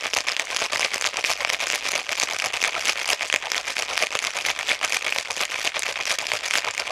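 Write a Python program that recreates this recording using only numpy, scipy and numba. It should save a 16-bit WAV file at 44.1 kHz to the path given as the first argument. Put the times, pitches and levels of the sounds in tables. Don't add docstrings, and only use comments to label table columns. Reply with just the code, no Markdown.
import sys
import numpy as np
from scipy import signal
from scipy.fft import rfft, irfft
from scipy.io import wavfile
from scipy.ndimage import uniform_filter1d
from numba import njit

SR = 44100
rng = np.random.default_rng(int(sys.argv[2]) if len(sys.argv) > 2 else 0)


def output_pcm(signal):
    pcm = np.clip(np.atleast_2d(signal).T, -1, 1) * 32767
    wavfile.write(sys.argv[1], SR, np.round(pcm).astype(np.int16))


N = 304856


def undb(db):
    return 10 ** (np.asarray(db) / 20)


def coloured_noise(spectrum):
    hz, db = np.transpose(spectrum)
    bins_hz = np.maximum(np.arange(N // 2 + 1) * SR / N, 1)
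    gain = undb(np.interp(np.log(bins_hz), np.log(hz), db, left=-40))
    noise = irfft(rfft(rng.standard_normal(N)) * gain, N)
    return noise / noise.std()


# frequency_hz, density_db
RUMBLE_SPECTRUM = [(20, 6), (55, 19), (110, -5), (250, -19), (12000, -60)]

def house_rumble(level_db=-53):
    return coloured_noise(RUMBLE_SPECTRUM) * undb(level_db)


# time_s, ice_db, tick_and_spray_db, juice_db, pocket_hz
LANDINGS = [(0.054, -26.5, -37.5, -33, 830), (0.182, -28, -38.5, -34, 625), (0.299, -27, -38.0, -39, 650),
            (0.411, -28.0, -36.5, -34, 630.0), (0.527, -26.5, -34.5, -32.0, 710),
            (0.639, -26.0, -34.5, -39, 497), (0.739, -26.0, -36, -29.5, 720),
            (0.849, -24, -33.5, -33.0, 553), (0.952, -25.5, -34.5, -34.0, 750),
            (1.061, -28.5, -34.5, -33, 530.0), (1.179, -26.5, -37.5, -28, 800),
            (1.295, -25, -30.5, -32.5, 730.0), (1.41, -27, -37, -29, 670),
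            (1.522, -23.5, -32.5, -31, 600.0), (1.638, -26.5, -34, -34, 680),
            (1.748, -26, -33.0, -38, 510.0), (1.858, -25.5, -32.5, -35, 600), (1.979, -23, -35.0, -36, 570),
            (2.102, -27.5, -39.5, -33.5, 650.0), (2.218, -28.5, -32.5, -36, 600.0),
            (2.326, -24, -34.5, -29.5, 730.0), (2.442, -27, -33.5, -27, 613), (2.554, -24.5, -35, -29, 890),
            (2.665, -25.0, -35, -31.5, 716), (2.77, -27, -36, -25, 740), (2.885, -23.5, -30, -36, 730),
            (3.001, -25.5, -35, -33, 590), (3.112, -26, -32.0, -29.5, 590.0),
            (3.23, -30, -38.5, -30.5, 726), (3.345, -45, -46, -30.5, 570.0),
            (3.459, -29.5, -41.5, -28, 760), (3.577, -27, -35, -32.5, 757),
            (3.687, -27.5, -35.5, -37, 730.0), (3.8, -28, -32.5, -31.5, 650), (3.912, -27, -37.5, -29, 670),
            (4.02, -23.5, -31.5, -29.0, 614), (4.139, -27, -37.0, -28.5, 714),
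            (4.256, -27.5, -36, -30.0, 615), (4.374, -27.5, -35.5, -28, 690.0),
            (4.485, -24, -33, -29.5, 620), (4.601, -27, -40.0, -33, 815), (4.721, -25.5, -33.5, -32, 670.0),
            (4.837, -23.5, -34.5, -27.5, 720), (4.952, -24, -30, -40, 615),
            (5.069, -24.5, -35.5, -31.5, 527), (5.183, -31, -32.5, -31, 610.0),
            (5.297, -28.5, -36.5, -29, 520.0), (5.416, -24.5, -31.5, -32.5, 720.0),
            (5.536, -28, -36, -31.5, 824), (5.649, -23.5, -32.5, -33.0, 740.0),
            (5.768, -27.5, -38.5, -33, 764), (5.89, -26.0, -34, -31.0, 520.0),
            (5.998, -28.5, -41, -34, 680.0), (6.111, -26.5, -30, -28, 630), (6.222, -26, -37.5, -32, 850.0),
            (6.335, -23.5, -31.5, -28.5, 620.0), (6.449, -27.0, -36, -32.5, 674),
            (6.562, -25, -30.5, -31.5, 645), (6.675, -26.5, -41.5, -27, 756), (6.796, -27.0, -35, -31, 630),
            (6.9, -29, -38, -31.0, 690.0)]
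TIME, ICE, TICK_AND_SPRAY, JUICE, POCKET = range(5)

def landing_swell_db(t, column, shape, floor_db, steepness, delay_s=0.):
    landings = np.array(LANDINGS)
    since_s = t[:, None] - landings[:, TIME] - delay_s
    build_s, fade_s = (np.resize(pair, len(landings)) for pair in shape)
    width_s = np.where(since_s < 0, build_s, fade_s)
    swells = np.exp(-np.abs(since_s / width_s) ** steepness)
    power = swells @ undb(2 * landings[:, column]) + undb(2 * floor_db)
    return 10 * np.log10(power)


@njit
def ring(start, hz, t60_s, amplitude, contact_s):
    out = np.zeros(N)
    onset_decay = np.exp(-1 / (contact_s * SR))
    for blow in range(hz.shape[0]):
        for mode in range(hz.shape[1]):
            life = t60_s[blow, mode] * SR
            step = np.exp(2j * np.pi * hz[blow, mode] / SR - np.log(1000) / life)
            phasor, held_back = amplitude[blow, mode] + 0j, 1.
            for i in range(start[blow], min(N, start[blow] + int(life))):
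                out[i] += phasor.imag * (1 - held_back) ** 2
                phasor *= step
                held_back *= onset_decay
    return out


# pitch_hz, level_db, t60_s
SHAKER_MODES = [(89, -6, 0.02), (577.5, -2.5, 0.016), (757.5, 0, 0.0097), (1156, 4.5, 0.0071),
                (1720, -11, 0.0056), (2364, -1, 0.0061), (3214, -3, 0.0032), (4870, -3, 0.0038),
                (6174, -4, 0.0043), (7470, -12, 0.0047), (9420, -12, 0.0046), (11000, -13, 0.004),
                (14000, -36, .002)]

def strike_shaker(start_s, bands_db, detune, scatter_db, damping_spread, contact_s, sustain):
    hz, mode_db, t60_s = np.transpose(SHAKER_MODES)
    band = np.digitize(hz, (1300, 3600, 8600))
    draws = rng.standard_normal((len(start_s), 4, len(hz)))
    strength, sign, tuning, damping = draws.swapaxes(0, 1)
    level_db = np.transpose(bands_db)[:, band] + mode_db + scatter_db * strength
    pitch_hz = np.clip(hz * np.exp(detune * tuning), 50, .45 * SR)
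    ring_s = sustain * t60_s * np.exp(damping_spread * damping)
    start = np.clip((start_s * SR).astype(np.int64), 0, N - 1)
    return ring(start, pitch_hz, ring_s, undb(level_db) * np.sign(sign), contact_s)


def size_boost_db(luck, spread_db, cap_db):
    return np.minimum(-spread_db * np.log(luck + 1e-9), cap_db)


# base_s, cap_s
CLATTER_SWELL = ((0.041, 0.049), (.035, 0.03))
TICK_SWELL = ((.035, 0.045), (.055, 0.032))

def ice_chips(count=2800, colour_db=8.0, brightening=0.63):
    when, luck, colour = rng.random((count, 3)).T
    start_s = when * N / SR
    size_db = size_boost_db(luck, spread_db=6, cap_db=12)
    clatter_db = landing_swell_db(start_s, ICE, CLATTER_SWELL, floor_db=-43.5, steepness=2.8)
    swell_db = landing_swell_db(start_s, TICK_AND_SPRAY, TICK_SWELL, floor_db=-49.5, steepness=2.3)
    wall_db = clatter_db + size_db + 1.28
    tick_db = swell_db + size_db + 4 + colour_db * (2 * colour - 1)
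    top_db = tick_db - 5.5 + brightening * (swell_db - swell_db.mean())
    return strike_shaker(start_s, [wall_db - 16.5, wall_db, tick_db, top_db], detune=0.078,
                         scatter_db=3.44, damping_spread=0.23, contact_s=.00004, sustain=1.22)


# frequency_hz, density_db
SPRAY_SPECTRUM = [(1500, 8.5), (5500, 3.5), (8000, -5), (11000, -12), (14000, -26), (16000, -29)]
# base_s, cap_s
SPRAY_SWELL = ((.02, 0.031), (.04, 0.039))

def spray(flicker_db=6.5, flicker_s=0.0044):
    coarse_t = np.arange(0, N, 64) / SR
    swell_db = landing_swell_db(coarse_t, TICK_AND_SPRAY, SPRAY_SWELL, floor_db=-45.5, steepness=4.6)
    wash_db = np.interp(np.arange(N) / SR, coarse_t, swell_db)
    hold = int(flicker_s * SR)
    steps = np.repeat(rng.standard_normal(N // hold + 1), hold)[:N]
    flicker = uniform_filter1d(steps, hold)
    return coloured_noise(SPRAY_SPECTRUM) * undb(wash_db - 2.5 + flicker_db * flicker)


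# base_s, cap_s
JUICE_SWELL = ((0.021, 0.016), (0.013, 0.021))

def juice_swell_db(t, floor_db):
    return landing_swell_db(t, JUICE, JUICE_SWELL, floor_db, steepness=3, delay_s=0.0043)


def slosh(count=2200):
    when, luck = rng.random((count, 2)).T
    start_s = when * N / SR
    thud_db = juice_swell_db(start_s, floor_db=-55) + size_boost_db(luck, spread_db=3.6, cap_db=6.3) - 8
    return strike_shaker(start_s, [thud_db, thud_db - 21, thud_db - 40, thud_db - 50], detune=0.1254,
                         scatter_db=3.93, damping_spread=0.2, contact_s=0.00038, sustain=4.0)


def glugs(count=900, t60_s=0.031, detune=0.086):
    when, luck = rng.random((count, 2)).T
    start_s = when * N / SR
    landings = np.array(LANDINGS)
    nearest = np.abs(start_s[:, None] - landings[:, TIME]).argmin(axis=1)
    pitch_hz = landings[nearest, POCKET] * np.exp(detune * rng.standard_normal(count))
    size_db = size_boost_db(luck, spread_db=3.3, cap_db=5.5)
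    amplitude = undb(juice_swell_db(start_s, floor_db=-59) + size_db - 0.8)
    return ring((start_s * SR).astype(np.int64), pitch_hz[:, None], np.full((count, 1), t60_s),
                amplitude[:, None], contact_s=0.00042)


# start_s, wall_db, tick_db, low_db
LOUD_KNOCKS = [(0.058, -14, -31, -19.5), (0.0677, -15.0, -15.5, -35), (0.1353, -8.5, -19.0, -25),
               (0.1398, -23, -6.5, -21.5), (0.149, -29, -11, -31), (0.1647, -12, -17.0, -13.5),
               (0.1699, -4.5, -8.0, -24), (0.1781, -32, -10.5, -14.5), (0.1863, -8.0, -13, -24.0),
               (0.206, -19, -13, -26), (0.2852, -7.5, -13.5, -29), (0.3663, -5.5, -17.0, -27),
               (0.3965, -2.5, -8.5, -23), (0.5464, -22, -13, -28), (0.5638, -8.0, -6.5, -49),
               (0.5687, -9.5, -7, -38), (0.6191, -11.0, -19.0, -17), (0.6231, -9.5, -11, -15),
               (0.7335, -9, -18, -27), (0.7721, -31, -12.5, -26), (0.7947, -13, -10, -14.5),
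               (0.8071, -16, -11, -38), (0.8293, -8, -25, -22), (0.8475, -7, -9.5, -20),
               (0.9366, -17.0, -19, -36), (0.9433, -12, -6.5, -39), (0.959, -23, -14, -22.0),
               (0.981, -21, -16, -26), (1.0118, -18, -10.0, -27.0), (1.0232, -14, -10.5, -27),
               (1.0429, -6.5, -24.0, -25), (1.0509, -12, -17, -17.5), (1.0625, -8, -5, -26.0),
               (1.0664, -14, -15, -39), (1.0724, -9, -8, -24), (1.1703, -10, -10.5, -33),
               (1.2415, -8, -12, -20), (1.2481, -9, -18.0, -38), (1.2962, -15, -19, -21),
               (1.301, -12, -16, -15), (1.3143, -19, -10.0, -21.0), (1.3185, -17, -10, -33),
               (1.3348, -12.5, -14.0, -35), (1.4486, -6.5, -11, -10.5), (1.5005, -6.0, -11, -21),
               (1.5328, -19, -10.5, -30), (1.546, -9, -22, -27), (1.6302, -15, -17, -20.5),
               (1.67, -9, -11, -25), (1.7011, -6.5, -9, -22), (1.7238, -11.0, -11, -25),
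               (1.7323, -8, -20.0, -18), (1.7573, -10, -9, -26), (1.888, -24, -9, -23),
               (1.9178, -12.5, -6.5, -18), (1.9536, -8, -13.5, -16), (1.996, -18, -20, -35.0),
               (2.092, -13, -17, -29), (2.1219, -18, -11, -37), (2.1297, -6, -15, -44),
               (2.1993, -12.0, -5.5, -25), (2.2195, -12, -12, -29), (2.2294, -13, -10, -19),
               (2.234, -12, -8, -19.0), (2.3346, -33, -17, -19), (2.3873, -22.0, -11.5, -44),
               (2.3995, -10.0, -11, -40.0), (2.4418, -12, -14, -23.0), (2.4598, -20.0, -7.5, -27),
               (2.4682, -20.0, -14, -24), (2.5337, -17, -18.5, -42), (2.6169, -10, -12, -37),
               (2.6273, -14.5, -13, -22.5), (2.6394, -8, -9.5, -36), (2.6478, -8.0, -14, -29),
               (2.6769, -18.0, -9, -34), (2.873, -10, -18, -36), (2.881, -16.0, -8.5, -22),
               (2.888, -15, -19, -35), (2.8971, -14, -9, -37), (2.907, -21.0, -18, -32),
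               (2.9311, -18, -19, -30), (2.976, -16.5, -19, -31), (3.0897, -6, -9.0, -19),
               (3.1028, -4, -6, -22.0), (3.1242, -17, -12.0, -26), (3.1312, -6, -12.5, -26.0),
               (3.209, -7, -24, -19), (3.2218, -13.5, -25, -34), (3.3001, -9, -15.5, -32),
               (3.3268, -4.5, -9, -21.0), (3.34, -5.5, -10, -14.5), (3.3468, -8, -17, -29),
               (3.361, -3, -7.0, -27), (3.5179, -9.0, -7, -38), (3.5457, -9, -23, -41),
               (3.5646, -21, -15, -38), (3.5792, -10, -11, -23.5), (3.7677, -10, -31, -37),
               (3.7821, -12, -17, -40), (3.7899, -28.0, -13, -23), (3.823, -10, -8, -25),
               (3.8303, -24, -28, -21.5), (3.9771, -3.5, -9, -24), (4.0243, -10, -9, -30),
               (4.0354, -13, -20, -15), (4.069, -11.5, -16.5, -30.0), (4.1523, -8.5, -11, -12.5),
               (4.1901, -9, -10.0, -31), (4.2494, -10.5, -9, -37), (4.27, -10.5, -9.5, -32),
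               (4.306, -17, -20, -45), (4.3681, -12.5, -20.0, -31), (4.486, -13, -23, -36),
               (4.5022, -12, -20.0, -36), (4.5903, -11, -13.5, -33), (4.7078, -6.0, -21, -30.0),
               (4.7138, -19, -13, -18), (4.732, -23, -13, -28), (4.8477, -28, -11.0, -34),
               (4.9233, -18, -11, -33), (4.9501, -17, -14, -33.0), (4.9693, -23, -9.0, -22.0),
               (5.025, -20, -17, -42.0), (5.1239, -2.5, -19, -24), (5.1617, -10, -15, -18),
               (5.1851, -6, -10, -16), (5.3082, -14, -8.5, -28.0), (5.4126, -26, -9, -21),
               (5.4339, -9, -23, -25), (5.4529, -12, -11.5, -44), (5.6483, -9, -11.5, -25),
               (5.7673, -9.5, -24, -18.0), (5.7934, -20, -7.5, -26), (5.822, -8.5, -15, -41),
               (5.833, -11, -10, -46), (6.1067, -5, -12.0, -22), (6.1142, -24, -14, -24.0),
               (6.1877, -15, -7.5, -42), (6.268, -14, -9.5, -33), (6.3178, -8, -12, -19),
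               (6.353, -10.5, -20, -28), (6.5094, -10.0, -12, -39), (6.5378, -7, -11, -38),
               (6.555, -4.5, -16, -41), (6.584, -12, -11, -24), (6.6481, -12.0, -14, -27),
               (6.7788, -14, -16, -46), (6.7952, -11, -23, -34), (6.7985, -14, -8, -22)]
# low_db, wall_db, tick_db, top_db
KNOCK_BAND_GAINS = (1, 5.5, 5, 0.5)

def cube_knocks():
    start_s, wall_db, tick_db, low_db = np.transpose(LOUD_KNOCKS)
    bands_db = np.array([low_db, wall_db, tick_db, tick_db]) + np.array(KNOCK_BAND_GAINS)[:, None]
    return strike_shaker(start_s, bands_db, detune=0.057,
                         scatter_db=1.66, damping_spread=0.3, contact_s=.00005, sustain=0.83)


def radiate(vibration, cutoff_hz=375, leak_db=-12.5):
    highpass = signal.butter(2, cutoff_hz, "high", fs=SR, output="sos")
    return signal.sosfilt(highpass, vibration) - undb(leak_db) * vibration


def kitchen(direct, t60_s=0.12, level_db=-18, dull_hz=9200):
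    t = np.arange(SR // 2) / SR
    tail = rng.standard_normal(len(t)) * undb(-60 * t / t60_s) * (t > .003)
    tail = signal.lfilter(*signal.butter(1, dull_hz, fs=SR), tail)
    tail /= np.sqrt(np.sum(tail ** 2))
    return direct + undb(level_db) * signal.fftconvolve(direct, tail)[:N]


def scene():
    shaker = radiate(cube_knocks() + ice_chips() + slosh() + glugs() + spray())
    return (kitchen(shaker) + house_rumble())[None]


def record(dry, low_cut_hz=220, ceiling=.99, top_hz=16000):
    thin = signal.sosfilt(signal.butter(1, low_cut_hz, "high", fs=SR, output="sos"), dry)
    rounded = ceiling * thin / (ceiling ** 6 + thin ** 6) ** (1 / 6)
    return signal.sosfilt(signal.ellip(8, .2, 70, top_hz, fs=SR, output="sos"), rounded)


dry = scene()
out = record(dry)
output_pcm(out)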